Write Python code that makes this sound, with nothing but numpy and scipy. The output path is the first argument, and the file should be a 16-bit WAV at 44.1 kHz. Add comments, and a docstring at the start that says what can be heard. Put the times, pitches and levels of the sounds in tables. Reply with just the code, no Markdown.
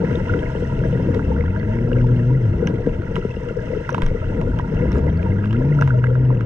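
"""A low drone under water, likely a boat engine, revs up twice and falls away: a near-sine with overtones.
Water rumbles as wavering noise bands and gurgles round a sealed case as noise and rising bubble tones.
Hiss, crackle, clicks and blips ring the modes of the case; knocks are decaying sines, and one slow
pressure swing jolts it. The modes reach two microphones with different strength and phase."""
import sys
import numpy as np
from scipy import signal
from scipy.fft import irfft
from scipy.io import wavfile
from scipy.ndimage import uniform_filter1d

SR = 44100
rng = np.random.default_rng(int(sys.argv[2]) if len(sys.argv) > 2 else 0)


def wrap_up_sound(samples):
    """Save the sound to the file named by the first command line argument, as 16-bit audio."""
    columns = np.atleast_2d(samples).T
    # keep every value between -1 and 1, then stretch to whole-number steps
    tamed = np.clip(columns, -1, 1)
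    steps = np.round(tamed * 32767).astype(np.int16)
    wavfile.write(sys.argv[1], SR, steps)


N = 284445

# Water round the case, before channel balance and modes: t/s, rumble level/dB, lift of its upper bands/dB,
# gurgle level/dB, drive of hiss into the case/dB, lift of the hiss treble/dB
WATER_FLOW = [(0.0, -21.5, 2.5, -26.5, -16.5, -0.5), (0.502, -21, 0, -28.5, -18.5, 2),
              (0.99, -19, 3.5, -28.5, -19, 2), (1.561, -22, -0.5, -31, -21, -1.5),
              (1.999, -18.5, -1.5, -27, -21.5, 1), (2.371, -22, -4, -34.5, -24.5, 2.5),
              (2.599, -20, -1, -34, -20.5, -0.5), (2.9, -23, 1.5, -33, -22, 1),
              (3.65, -27, 0.5, -32, -21.5, 3.5), (4.051, -24, -0.5, -31.5, -21.5, 1.5),
              (4.649, -17.5, -1.5, -29.5, -18.5, -2), (4.999, -21, 1, -32, -18.5, -2.5),
              (5.351, -22.5, 3, -30.5, -20.5, -2), (5.799, -21, 0, -33, -18, -1.5),
              (6.45, -25.5, 5, -29.5, -24, -3)]
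# Relative spectral density of the rumble: f/Hz, level per hertz/dB
RUMBLE_SPECTRUM = [(22, -5), (35, -0.5), (60, -6.5), (100, 2), (150, -2), (220, -12), (320, -15)]
# Lowest modes of the case, relative levels: f/Hz, width of each of two cascaded stages/Hz,
# left level/dB, right level/dB
LOW_MODES = [(315.3, 51, -4.5, -10.5), (474.7, 51, 8.5, -3.5)]
# Higher modes of the case: f/Hz, width of each of two cascaded stages/Hz, level midway between channels/dB
CASE_MODES = [(624, 61, -1.5), (860, 94, -30), (933, 105, -9), (979, 40, -16.5), (1420, 193, -8),
              (1611, 77, -8), (1974, 327, -12), (2705, 336, -20), (3142, 96, -20.5), (3466, 260, -29.5),
              (4160, 440, -34), (5215, 320, -32.5), (5946, 770, -37), (7050, 300, -41.5),
              (7880, 1700, -44.5), (9240, 2600, -52), (11250, 1900, -55.5), (13000, 1900, -64.5)]
# Coupling of each higher mode to the microphones: left minus right level/dB, phase lead of the right/rad,
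# share of the drive power common to both (0 to 1)
MODE_PORTS = [(8, 2.1, .9), (-6, 3, .7), (-9, 1.3, .75), (2, .6, .5), (-5, 1.4, .8), (-5, 1.3, .92),
              (-6, 1.6, .97), (11, 1.8, .85), (5, 1.8, .95), (0, .7, .55), (5, 3, .3), (-5, 1.8, .75),
              (14, -.8, .65), (12, -1, .35), (12, 0, .3), (3, 0, .2), (0, 0, .55), (0, 0, .25)]
# Range of modes with reversed polarity, which deepens the valleys beside them: lowest f/Hz, highest f/Hz
FLIPPED_RANGE = (800, 1100)
# Clicks, before the case dulls them: t/s, ring level/dB, ring f/Hz, crack level/dB
CLICK_EVENTS = [(0.155, 3, 3580, -9), (0.284, -7, 2800, -19), (0.339, -6, 2020, -15),
                (0.391, -3.5, 3120, -25), (0.79, -8, 2700, -7), (0.837, -4.5, 1700, -24),
                (0.973, -12, 1560, -20), (1.145, -19, 876, 3.5), (1.193, -7, 1390, -10),
                (1.408, -2, 2070, -23.5), (1.438, -11.5, 1036, -22), (1.561, -5.5, 1540, -16),
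                (1.916, -6, 1580, -19), (1.93, -1, 2810, -13), (1.985, -9.5, 2254, -17),
                (2.01, -11, 1500, -27), (2.014, -12, 2850, -19), (2.6715, 10.5, 6000, 5.5),
                (2.672, 4.5, 2936, -5), (2.6735, -7, 1584, -17), (2.864, -31, 920, -7.5),
                (2.893, -12, 2700, -16), (3.019, -11, 1490, -9), (3.156, -0.5, 3000, 3.5),
                (3.164, -5, 1350, 2.5), (3.487, -10, 2820, -6), (3.891, 2, 1460, 7),
                (3.8925, -2.5, 930, -10), (3.904, 4, 6030, -10), (3.927, 2, 5940, -8),
                (3.9445, -0.5, 2700, 6.5), (3.946, -2, 970, -10), (3.98, 0, 980, 2), (4.019, 2, 3480, 8.5),
                (4.02, -8, 990, -10), (4.033, -15, 1480, -1), (4.063, 2, 6040, 4.5),
                (4.085, -10, 2000, -10), (4.413, -15, 915, -1), (4.588, -13, 1740, 1.5),
                (4.596, -1.5, 980, -22), (4.745, -30, 2800, -8), (4.853, -9.5, 880, -28),
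                (4.918, 1, 5600, -1), (4.928, -9, 3900, -5), (4.948, -8, 7000, -4), (4.955, -7, 1330, -9),
                (4.967, -2, 8500, -10), (4.982, -4, 6980, -4.5), (4.991, -7, 6740, -7),
                (5.066, -23.5, 3000, -9.5), (5.1, -13, 3730, -10), (5.229, -6, 2430, -9),
                (5.44, -7, 1505, -14), (5.446, -7, 2711, -19.5), (5.456, -16, 2200, -3),
                (5.508, -4, 2910, -6), (5.528, -13, 3060, -0.5), (5.566, -8.5, 2730, -20),
                (5.811, 6, 6000, 5.5), (5.822, 7, 1475, 3.5), (5.875, -10.5, 942, 3),
                (6.04, 2.5, 1510, -5.5), (6.041, -3, 2570, -9.5), (6.068, -4, 1934, -7),
                (6.153, -7, 1467, -15), (6.303, -6.5, 983, -13), (6.408, -9.5, 1410, -5)]
# Range of ring pitch of the faint random clicks: lowest f/Hz, highest f/Hz
FAINT_RANGE = (1420, 3460)
# Dull knocks, before channel balance: t/s, level/dB, f/Hz
KNOCK_EVENTS = [(0.171, -11, 330), (0.343, -9, 448), (0.551, -11, 440), (0.622, -9.5, 460),
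                (0.813, -14, 486), (0.851, -12.5, 483), (0.926, -14, 502), (0.954, -11.5, 481),
                (0.998, -13.5, 488), (2.739, -14.5, 337), (2.803, -14.5, 476), (2.861, -11, 278),
                (2.87, -3, 464), (2.871, -15, 267), (3.0, -12.5, 330), (3.367, -14, 466), (3.178, -10, 380),
                (3.249, -7.5, 425), (3.507, -13.5, 480), (4.035, -18, 463), (4.489, -10.5, 244),
                (4.853, -13, 474), (4.974, -11.5, 456), (5.714, -12, 480)]
# Single bubbles near the case, before its modes: t/s, level/dB, f/Hz, decay constant/s
BLIP_EVENTS = [(0.293, -4.5, 1440, 0.0072), (0.336, -1.5, 1460, 0.0032), (0.458, -6.5, 2110, 0.0037),
               (1.314, -13, 877, 0.0077), (1.362, -13, 1440, .005), (1.592, -3, 4400, 0.0022),
               (2.04, -14.5, 900, 0.0064), (3.309, -7, 2661, 0.0042), (3.363, -12, 2780, 0.0059),
               (5.172, 1, 4500, 0.0018), (5.258, -17, 920, 0.013), (5.787, -3.5, 1390, .004),
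               (5.904, 0, 1476, 0.0039)]
# One track per rev, before flutter, wobble and channel balance: t/s, firing rate f/Hz, fundamental level/dB
ENGINE_REVS = [
    [(1.2, 56.8, -26), (1.44, 78.6, -20.5), (1.55, 99.14, -22), (1.69, 106.6, -23.5), (1.74, 112.8, -23.5),
     (1.83, 119.3, -22.5), (2.11, 122.6, -17), (2.25, 118.1, -18.5), (2.36, 133.4, -14), (2.42, 123, -16),
     (2.5, 97.1, -17.5), (2.66, 85.65, -31.5)],
    [(4.8, 55.46, -23), (5.05, 72.35, -21.5), (5.28, 92.25, -17), (5.43, 101.7, -22.5), (5.5, 105.5, -20),
     (5.57, 118.8, -16), (5.7, 149.6, -15.5), (5.86, 138.5, -16), (5.92, 124.2, -16), (6.04, 123, -16),
     (6.19, 127.3, -15.5), (6.3, 127.9, -14.5), (6.4, 116.3, -22), (6.45, 105, -20)],
]
# One row per rev: second harmonic at cruising rate with open throttle, level/dB,
# fall to each further harmonic/dB, t at which the throttle starts to close/s
ENGINE_THROTTLE = [(-27, 8, 2.3), (-22.5, 12.5, 5.6)]
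# Jolt of the case, before channel balance: t/s, envelope peak level/dB, f/Hz, time from onset to peak/s
SURGE_EVENTS = [(4.025, -9.5, 21.5, 0.028)]


def undb(db):
    """Level law: twenty decibels are a factor of ten in amplitude."""
    return 10 ** (np.asarray(db) / 20)


def unit(x):
    """Normalisation: division by the root mean square makes it 1."""
    return x / np.sqrt(np.mean(x ** 2))


def band(x, hz, width):
    """Simple resonance: a two-pole band-pass has gain 1 at its centre."""
    return signal.lfilter(*signal.iirpeak(hz, hz / width, fs=SR), x)


def walk(rate):
    """Smoothed random process: levels held 1 / rate s and slewed twice, with a spread near 0.7."""
    k = int(SR / rate)
    held = np.repeat(rng.standard_normal(N // k + 1), k)
    return uniform_filter1d(uniform_filter1d(held, k), k)[:N]


def add(out, s, piece):
    """Superposition: a sound starting at s seconds adds to what is already there."""
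    i = int(s * SR)
    out[i:i + len(piece)] += piece[:N - i]


def colour(x, modes):
    """Modal superposition: parallel steep resonances (f/Hz, stage width/Hz, complex gain at the centre)."""
    size, early = 8192, 256  # samples; early leaves room for response ahead of time zero
    f = np.arange(size // 2 + 1) * SR / size
    response = sum(g / (1 + 2j * (f - hz) / w) ** 2 for hz, w, g in modes)
    impulse = np.roll(irfft(response, size), early)
    return signal.oaconvolve(x, impulse)[early:early + N]


def rumble(bright_db, flicker_db=3.0, knee_hz=100):
    """Turbulent noise: half-octave-spaced bands waver independently; a lift enters above the knee."""
    table_hz, table_db = np.transpose(RUMBLE_SPECTRUM)
    total = 0
    for f in 22 * 2 ** np.arange(0, 4.1, .5):
        level_db = np.interp(np.log(f), np.log(table_hz), table_db) + flicker_db * walk(9.7)
        level_db = level_db + bright_db * np.clip(np.log2(f / knee_hz), 0, 1)
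        noise = band(band(rng.standard_normal(N), f, f / 2), f, f / 2)
        total = total + undb(level_db) * noise
    return unit(total)


def bubbles(count, low_hz, high_hz, cycles, spread_db, glide, tilt_db):
    """Bubble resonance: decaying tones rise slightly; most are small, and high ones are briefer."""
    out = np.zeros(N)
    for when, pitch, long, size in rng.random((count, 4)):
        hz = low_hz * (high_hz / low_hz) ** pitch
        turns = np.arange(int(4 * cycles * SR / hz)) * hz / SR
        shape = np.exp(-turns / (cycles * (0.28 + 1.1 * long))) * (1 - np.exp(-turns))
        gain = undb(spread_db * size ** 2 + tilt_db * pitch)  # tilt favours high bubbles
        add(out, when * N / SR, gain * shape * np.sin(2 * np.pi * turns * (1 + glide * turns / cycles)))
    return unit(out)


def gurgle(level_db):
    """Forced vibration: flow noise and large bubbles excite the lowest modes of the case."""
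    flow = unit(band(rng.standard_normal(N), 410.0, 380.0))
    pops = undb(-2.5) * bubbles(count=500, low_hz=198.3, high_hz=540.5, cycles=1.28,
                                spread_db=10.5, glide=0.028, tilt_db=0.0)
    damping = 2.3  # the bubbles cling to the case and widen its modes by this factor
    channels = []
    for ch in range(2):
        free = [(hz, w, undb(level[ch])) for hz, w, *level in LOW_MODES]
        damped = [(hz, damping * w, g) for hz, w, g in free]
        channels.append(colour(flow, free) + colour(pops, damped))
    return unit(np.array(channels)) * undb(level_db)


def grains(per_s, spread_db, tail_s, cap=4):
    """Shot noise: random impulses of very unequal size gate noise with exponential tails."""
    sizes = undb(spread_db * np.minimum(rng.exponential(size=N), cap))
    starts = (rng.random(N) < per_s / SR) * sizes
    envelope = signal.lfilter([1], [1, -np.exp(-1 / (tail_s * SR))], starts)
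    return unit(envelope * rng.standard_normal(N))


def hissing_water(hiss_db, treble_db, treble_hz=2350):
    """Broadband excitation: noise, small bubbles and crackle add, then the treble is lifted or lowered."""
    fizz = bubbles(count=1300, low_hz=589.0, high_hz=8330.0, cycles=6.3, spread_db=6.0, glide=.02, tilt_db=11.5)
    hiss = rng.standard_normal(N) * undb(2.9 * walk(13))
    coarse = grains(80., 3.2, 0.009)
    crackle = grains(550.0, 4.5, 0.0011) * undb(3. * walk(6))
    mix = hiss + undb(-5.0) * fizz + undb(-5.5) * coarse + undb(-9.5) * crackle
    wet = undb(hiss_db) * mix
    low = signal.sosfiltfilt(signal.butter(3, treble_hz, fs=SR, output="sos"), wet)
    return low + undb(treble_db) * (wet - low)


def case(hiss_db, treble_db, touched=2.41):
    """Modal coupling: partly shared drive rings modes that reach each microphone with its own gain and phase."""
    common = hissing_water(hiss_db, treble_db)
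    hits = clicks() + blips()
    low_flip, high_flip = FLIPPED_RANGE
    channels = []
    for ch in range(2):
        shared, separate, damped = [], [], []
        for (hz, w, db), (pan_db, lead, share) in zip(CASE_MODES, MODE_PORTS):
            polarity = -1 if low_flip < hz < high_flip else 1
            gain = undb(db + pan_db * (.5 - ch)) * np.exp(1j * ch * lead) * polarity
            shared.append((hz, w, gain * np.sqrt(share)))
            separate.append((hz, w, gain * np.sqrt(1 - share)))
            damped.append((hz, touched * w, gain))  # whatever touches the case also damps it
        own = hissing_water(hiss_db, treble_db)
        channels.append(colour(common, shared) + colour(own, separate) + colour(hits, damped))
    return np.array(channels)


def clicks(count=18, spread_db=4.0):
    """Impact excitation: each contact gives a short ring, a higher snap and a crack of noise with a tail."""
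    out, t = np.zeros(N), np.arange(SR // 25) / SR
    decay_s, rise_s = 0.0014, 0.00026
    faint_db, faint_crack_db = -13.5, -26  # mean levels of the faint clicks
    low, high = FAINT_RANGE
    faint = []
    for when, size, pitch, sharp in rng.random((count, 4)):
        ring_db = faint_db + spread_db * (size - .5)
        crack_db = faint_crack_db + 2 * spread_db * (sharp - .5)
        faint.append((when * N / SR, ring_db, low * (high / low) ** pitch, crack_db))
    noise = rng.standard_normal((len(CLICK_EVENTS) + count, len(t)))
    noise = band(band(noise, 3400.0, 11000.0), 3400.0, 11000.0)
    tail = (np.exp(-t / 0.0013) + undb(-20.0) * np.exp(-t / 0.028)) * (1 - np.exp(-t / 0.00037))
    for (s, db, hz, crack_db), crack in zip(list(CLICK_EVENTS) + faint, noise):
        ring = np.sin(2 * np.pi * hz * t) * np.exp(-t / decay_s)
        snap = undb(-9.5) * np.sin(3.4 * np.pi * hz * t) * np.exp(-t / 0.00086)
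        struck = undb(db) * (ring + snap) * (1 - np.exp(-t / rise_s))
        add(out, s, struck + undb(crack_db) * crack * tail)
    return out


def knocks():
    """Damped oscillation: each dull knock is a decaying sine with a lower thud under it."""
    out, t = np.zeros(N), np.arange(SR // 10) / SR
    envelope = np.exp(-t / 0.0063) * (1 - np.exp(-t / 0.0013)) ** 2
    for s, db, hz in KNOCK_EVENTS:
        thud = undb(-3.0) * np.sin(.9 * np.pi * hz * t)
        add(out, s, undb(db) * (np.sin(2 * np.pi * hz * t) + thud) * envelope)
    return out * undb([[2.2], [-2.8]])  # left, right


def blips():
    """Free bubble oscillation: a soft-onset pure sine decays exponentially."""
    out, t = np.zeros(N), np.arange(SR // 25) / SR
    rise = (1 - np.exp(-t / 0.00095)) ** 2
    for s, db, hz, decay in BLIP_EVENTS:
        add(out, s, undb(db) * np.sin(2 * np.pi * hz * t) * np.exp(-t / decay) * rise)
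    return out


def engine(fade_s=0.069):
    """Harmonic series: a near-sine at the firing rate carries overtones that weaken as the throttle closes."""
    t, out = np.arange(N) / SR, 0
    wobble, flutter_db, patchy_db = .003, 1., .5  # scales of random rate, level and overtone drift
    cruise_hz, louder_db_per_octave = 120, 7.5  # the overtones grow with speed
    coast_db, close_s = -13.5, 0.05  # drop of the overtones and time to close the throttle
    for rev, (pull_db, fall_db, closes) in zip(ENGINE_REVS, ENGINE_THROTTLE):
        s, hz, db = np.transpose(rev)
        rate = np.interp(t, s, hz)
        phase = 2 * np.pi * np.cumsum(rate * (1 + wobble * walk(30))) / SR
        closed = np.clip((t - closes) / close_s, 0, 1)
        octaves = np.log2(rate / cruise_hz)
        tone = undb(np.interp(t, s, db) + flutter_db * walk(22)) * np.sin(phase)
        second_db = pull_db + closed * coast_db + louder_db_per_octave * octaves
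        for k in range(2, 5):
            overtone_db = second_db - fall_db * (k - 2) + patchy_db * (k - 2) * walk(12)
            tone += undb(overtone_db) * np.cos(k * phase)
        fade_in = np.clip((t - s[0]) / fade_s, 0, 1)
        fade_out = np.clip((s[-1] + fade_s - t) / fade_s, 0, 1)
        out = out + np.sqrt(2) * tone * fade_in * fade_out  # root two: levels are of the RMS
    return out


def surge():
    """Transient pressure: a slow swing builds and dies within about four cycles."""
    out, t = np.zeros(N), np.arange(SR // 3) / SR
    for s, db, hz, decay in SURGE_EVENTS:
        envelope = t / decay * np.exp(1 - t / decay)
        add(out, s, -undb(db) * np.sin(2 * np.pi * hz * t) * envelope)
    return out


def scene():
    """Superposition: bass, gurgle, knocks and case modes add at the two microphones."""
    s, *columns = np.transpose(WATER_FLOW)
    t = np.arange(N) / SR
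    rumble_db, bright_db, gurgle_db, hiss_db, treble_db = (np.interp(t, s, c) for c in columns)
    slosh_db = 3.5 * walk(18)  # the water moves in lumps shared by the upper rumble and the gurgle
    bass = engine() + undb(rumble_db) * rumble(bright_db + slosh_db) + surge()
    left_lag, pan_db = 3, 1.78  # samples; left minus right level/dB
    left = np.pad(bass, (left_lag, 0), mode="edge")[:N] * undb(pan_db / 2)
    right = bass * undb(-pan_db / 2)
    return np.array([left, right]) + gurgle(gurgle_db + slosh_db) + knocks() + case(hiss_db, treble_db)


def record(dry):
    """Band limitation: a steep low-pass filter removes the top above 15200 Hz."""
    return signal.sosfilt(signal.ellip(8, .2, 70, 15200, fs=SR, output="sos"), dry)


dry = scene()
out = record(dry)
wrap_up_sound(out)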